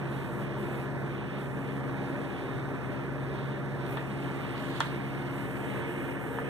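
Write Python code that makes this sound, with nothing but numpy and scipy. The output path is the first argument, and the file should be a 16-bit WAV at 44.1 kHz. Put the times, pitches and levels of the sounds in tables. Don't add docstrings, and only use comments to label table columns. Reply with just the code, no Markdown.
import sys
import numpy as np
from scipy import signal
from scipy.fft import rfft, irfft
from scipy.io import wavfile

SR = 44100
rng = np.random.default_rng(int(sys.argv[2]) if len(sys.argv) > 2 else 0)


def put_to_file(sound):
    columns = np.atleast_2d(sound).T
    safe = np.clip(columns, -1, 1)
    whole_steps = np.round(safe * 32767)
    wavfile.write(sys.argv[1], SR, whole_steps.astype(np.int16))


N = 286209
T = np.arange(N) / SR
F = np.maximum(np.fft.rfftfreq(N, 1 / SR), 1)


def gain(db):
    return 10 ** (np.asarray(db) / 20)


def curve(rows):
    return np.interp(T, *np.transpose(rows))


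def spectra(rows):
    hz, *columns = np.transpose(rows)
    return [np.interp(np.log(F), np.log(hz), column) for column in columns]


def wander(rate):
    drift = irfft(rfft(rng.standard_normal(N)) / (1 + (F / rate) ** 4), N)
    return (drift - drift.mean()) / drift.std()


def noise(shape):
    hiss = irfft(rfft(rng.standard_normal(N)) * shape, N)
    return hiss / hiss.std()


def band(hz, octaves):
    return np.exp(-2 * (np.log2(F / hz) / octaves) ** 2)


def sides(pan_db):
    return gain(np.array([[.5], [-.5]]) * pan_db)


def gate(spans, fade_s):
    return sum(gain(db) * np.clip(np.minimum(T - start, end - T) / fade_s + .5, 0, 1)
               for start, end, db in spans)


def tone(angle, db, pan_db, lead):
    return np.sqrt(2) * gain(db) * sides(pan_db) * np.sin(angle + np.array([[.5], [-.5]]) * lead)


# (multiple of the shaft rate, level [dB], left minus right [dB], left lead [rad])
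ROTOR_TONES = [(1, -56.5, 0, 0.89), (2, -41, -3, 0.22), (3, -54.5, 15.5, 0.82), (4, -47, 3, 0.95),
               (5, -50.5, -2.5, 0.57), (7, -62, 14, .2)]
# (time [s], level change [dB])
SECOND_SWELL = [(0, 0), (1.95, 0.5), (2.33, -8), (2.62, 0), (2.85, -3), (3.1, 2.5), (4.33, 1), (4.53, -4.5),
                (4.85, 1.5), (5.55, -4), (6.49, -4.5)]
FOURTH_SWELL = [(0, -9.5), (1.0, -5), (2.0, 3), (3.5, -3), (4.2, 1), (5.6, 2.5)]
FIFTH_SWELL = [(0, 1), (1.2, 3), (1.8, -9), (3.0, -2.5), (4.8, 3.5), (6.49, -7)]
def rotor_hum(shaft_angle, flutter_db=1.0, wobble_rad=0.37):
    swell_db = {2: curve(SECOND_SWELL), 4: curve(FOURTH_SWELL), 5: curve(FIFTH_SWELL)}
    out = 0
    for multiple, db, pan_db, lead in ROTOR_TONES:
        angle = multiple * shaft_angle + rng.uniform(0, 2 * np.pi) + wobble_rad * wander(5.3)
        level_db = db + swell_db.get(multiple, 0) + flutter_db * wander(3.6)
        out += tone(angle, level_db, pan_db, lead)
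    return out


# (multiple of the mains rate, level [dB], left minus right [dB], left lead [rad])
SUPPLY_TONES = [(2, -49.5, 14, 2.6)]
def mains_hum(mains_hz=60):
    return sum(tone(2 * np.pi * multiple * mains_hz * T, db, pan_db, lead)
               for multiple, db, pan_db, lead in SUPPLY_TONES)


def resonate(peaks):
    return gain(sum(db * np.exp(-2 * ((F - hz) / width) ** 2) for hz, width, db in peaks))


def reflections(first_s=.004, die_away_s=.15):
    echoes = rng.standard_normal(N) * (T > first_s) * gain(-60 * T / die_away_s)
    return 1 + .24 * band(1600, 4) * rfft(echoes / np.linalg.norm(echoes))


def left_delay(delay_s=.000408, above_hz=1200):
    return np.exp(-2j * np.pi * delay_s * np.maximum(F - above_hz, 0))


# (frequency [Hz], level [dB per Hz])
AIR_SPECTRUM = [(25, -100), (48, -87), (68, -82), (108, -70.5), (250, -67), (400, -69), (700, -71.5),
                (1300, -74.5), (2000, -80), (2800, -88.5), (4800, -101.2), (6500, -103.5), (10000, -103.6),
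                (15000, -108.0)]
# (frequency [Hz], width [Hz], boost [dB])
CASE_AND_ROOM = [(132, 62, 7.5), (165, 9.5, 4.5), (202.6, 31, 5.5), (261, 22.5, 4.5), (340, 23, 5),
                 (363, 6.6, 8), (394.5, 19.7, 11), (453.6, 52, 3.5), (578.7, 18.3, 6.5), (602, 23, 4),
                 (922, 21, 5), (1747, 200, 4.5), (2390, 260, 4), (3640, 410, 4.5), (8360, 360, 5)]
# (frequency [Hz], left minus right [dB], likeness [0-1])
MICROPHONES = [(60, 7, 0), (177, -2, 0.51), (266, 5, 0.77), (420, -1.5, 0.54), (580, 1.5, 0.7),
               (855, -2.0, 0.81), (1210, -1.5, 1), (1420, -6, 0.82), (2230, -3, 0.97), (3700, -3.5, 0.87),
               (4140, -1.5, 0.8), (5000, -3.5, 1), (5700, -3.5, 0.93), (8400, -2.5, 0.45), (11500, -8, 0.1)]
def air_rush(shaft_angle, pulse_depth=0.063, swell_db=0.51):
    pan_db, likeness = spectra(MICROPHONES)
    flow = (1 + pulse_depth * np.cos(shaft_angle)) * gain(swell_db * wander(2.1))
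    direct, scattered = rfft(rng.standard_normal((2, N)) * flow) * np.sqrt(SR / 2)
    left = (likeness * direct + np.sqrt(1 - likeness ** 2) * scattered) * left_delay()
    colour = gain(spectra(AIR_SPECTRUM)[0]) * resonate(CASE_AND_ROOM) * reflections()
    return np.array([left, direct]) * sides(pan_db) * colour


# (time [s], facing [0-1])
PHONE_TURN = [(3.72, 0.27), (4.45, 1), (5.3, 1), (5.85, 0.6)]
# (frequency [Hz], width [Hz], boost facing the vent [dB], boost close to the case [dB])
PLACE_COLOURS = [(353, 27, 1, 6), (381.6, 28.5, -9, -4), (429, 15, 1.5, 8.5), (455, 17, -1, 7),
                 (495, 30, -3.5, 5), (550, 28, -1.5, 6), (586, 12, 2, 7.5), (588, 33, -4, -5),
                 (950, 80, -1, 2.5), (1690, 330, -0.5, 3), (2130, 240, 5.5, 3), (2914, 660, 6.5, 4.5),
                 (3720, 220, -0.5, -2), (4600, 890, 3, -4), (8570, 600, 3.5, 6)]
# (frequency [Hz], width [octaves])
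HISS_BANDS = [(2550, 0.18), (3000, 0.43), (3450, 0.71), (3800, 0.08)]
def air_at_phone(rush, approach_s=5.37, approach_takes_s=0.43, swell_db=1.7, flicker_db=1.0):
    facing = curve(PHONE_TURN)
    closeness = np.clip((T - approach_s) / approach_takes_s, 0, 1)
    hz, width, vent_db, case_db = np.transpose(PLACE_COLOURS)
    out = irfft(rush, N)
    for share, db in (facing, vent_db), (closeness, case_db):
        out += share * irfft(rush * (resonate(zip(hz, width, db)) - 1), N)
    for centre, octaves in HISS_BANDS:
        out += irfft(rush * band(centre, octaves), N) * (gain(swell_db * wander(3)) - 1)
    boom_db, hiss_db = -3.5 * facing, -5 + 5 * facing
    for region, db in (band(125, 1.0), boom_db), (band(4000, 0.95), 0), (band(14200, 1.5), hiss_db):
        out += irfft(rush * region, N) * (gain(db + flicker_db * wander(27)) - 1)
    return out


# (start [s], end [s], tone change [dB], fizz change [dB])
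WHINE_SPELLS = [(0.092, 0.454, 1, 1.5), (.58, 0.847, 4, 2), (1.384, 1.46, 1, -1), (1.45, 1.8, -20, -0.5),
                (2.007, 2.458, -20, -2.5), (5.326, 5.82, 4, 3), (5.866, 6.154, 5.5, 2.5),
                (6.195, 6.417, 7, 2)]
# (frequency [Hz], relative level [dB])
WHINE_TONES = [(8000, -72), (9000, -83), (10000, -70.5), (11000, -77), (12000, -84), (13000, -69),
               (14000, -73), (15000, -79)]
def whine(buzz_hz=200, buzz_depth=0.63, waver_db=2, fizz_db=-60, pan_db=-9, overall_db=-11):
    start, end, tone_change_db, fizz_change_db = np.transpose(WHINE_SPELLS)
    tones = 0
    for hz, db in WHINE_TONES:
        strength = np.sqrt(2) * gain(db + waver_db * wander(14))
        tones += strength * np.sin(2 * np.pi * hz * T + rng.uniform(0, 2 * np.pi))
    tones *= 1 + buzz_depth * np.cos(2 * np.pi * buzz_hz * T)
    tones *= gate(zip(start, end, tone_change_db), fade_s=.03)
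    fizz = gain(fizz_db) * noise(band(9100, 0.84)) * gate(zip(start, end, fizz_change_db), fade_s=.04)
    return (tones + fizz) * sides(pan_db) * gain(overall_db)


# (time [s], knock gain [dB], low edge [Hz], high edge [Hz], tick gain [dB])
SHELL_CLICKS = [(3.863, -38, 2500, 14000, -58), (3.9712, -26, 905, 3670, -75),
                (4.5782, -45, 740, 6000, -52), (4.7538, -36, 740, 5500, -70),
                (4.8050, -16.5, 740, 9000, -31.5), (4.8088, -37, 2220, 4200, -56),
                (6.3860, -26, 806, 2000, -80)]
# (frequency [Hz], time to fade by 60 dB [s], relative level [dB])
SHELL_NOTES = [(920, 0.02, 4.5), (1130, 0.015, 0.5), (1370, 0.016, 1.5), (1750, 0.073, -5.5),
               (2000, 0.035, -14), (3050, 0.039, -10), (3320, 0.032, -14), (3440, 0.05, -20),
               (3800, 0.024, -12), (4280, 0.025, -10), (5540, 0.003, -15), (7650, 0.01, -16)]
# (frequency [Hz], relative level [dB])
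ROOM_ECHO = [(600, -6), (880, 14), (1750, 13), (2500, 0), (3600, 8), (4400, -8), (6000, -14), (9000, -14),
             (15000, -32)]
def clicks(echo_db=-14.5, near_fade_s=0.04, room_fade_s=0.23,
           tick_lead_s=0.0016, tick_rise_s=0.00028, tick_fade_s=0.0088):
    room = np.array([noise(gain(spectra(ROOM_ECHO)[0])) for _ in range(2)])
    out = 0
    for time, knock_db, low_hz, high_hz, tick_db in SHELL_CLICKS:
        age = np.maximum(T - time, 0)
        ring = sum(gain(db - 60 * age / fade_s) * np.sin(2 * np.pi * hz * age)
                   for hz, fade_s, db in SHELL_NOTES)
        tail = gain(echo_db - 60 * age / near_fade_s) + gain(echo_db - 60 * age / room_fade_s)
        contact = signal.butter(3, [low_hz, high_hz], "bandpass", fs=SR, output="sos")
        knock = signal.sosfilt(contact, ring / 2 + (T > time) * tail * room)
        tick_age = T - time + tick_lead_s
        tick_shape = np.clip(tick_age / tick_rise_s, 0, 1) * gain(-60 * np.abs(tick_age) / tick_fade_s)
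        tick = noise(band(7600, 0.72)) * tick_shape * sides(pan_db=-5)
        out += gain(knock_db) * knock + gain(tick_db) * tick
    left, right = out * sides(pan_db=-1)
    return np.array([irfft(rfft(left) * left_delay(), N), right])


# (start [s], end [s], level [dB], frequency [Hz], width [octaves])
HAND_STROKES = [(3.88, 3.975, -58, 11800, 1.1), (3.98, 4.4, -70, 8200, 0.97),
                (4.588, 4.886, -62.5, 7100, 1.2), (4.55, 4.823, -56, 3140, 0.55),
                (4.57, 4.594, -52, 3700, 0.55), (4.68, 4.904, -54, 3660, 0.45)]
def brushes(grain_db=2.0, pan_db=-4):
    out = 0
    for start, end, db, hz, octaves in HAND_STROKES:
        hiss = np.array([noise(band(hz, octaves)) for _ in range(2)])
        out += hiss * gate([(start, end, db)], fade_s=0.072)
    return out * gain(grain_db * wander(120)) * sides(pan_db)


def scene(shaft_hz=68.55, speed_drift=0.0016):
    turns_per_s = shaft_hz * (1 + speed_drift * wander(0.69))
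    shaft_angle = 2 * np.pi * np.cumsum(turns_per_s) / SR
    computer = rotor_hum(shaft_angle) + mains_hum() + air_at_phone(air_rush(shaft_angle)) + whine()
    return computer + clicks() + brushes()


def record(dry, top_hz=15500):
    return signal.sosfilt(signal.ellip(10, .1, 80, top_hz, fs=SR, output="sos"), dry)


dry = scene()
out = record(dry)
put_to_file(out)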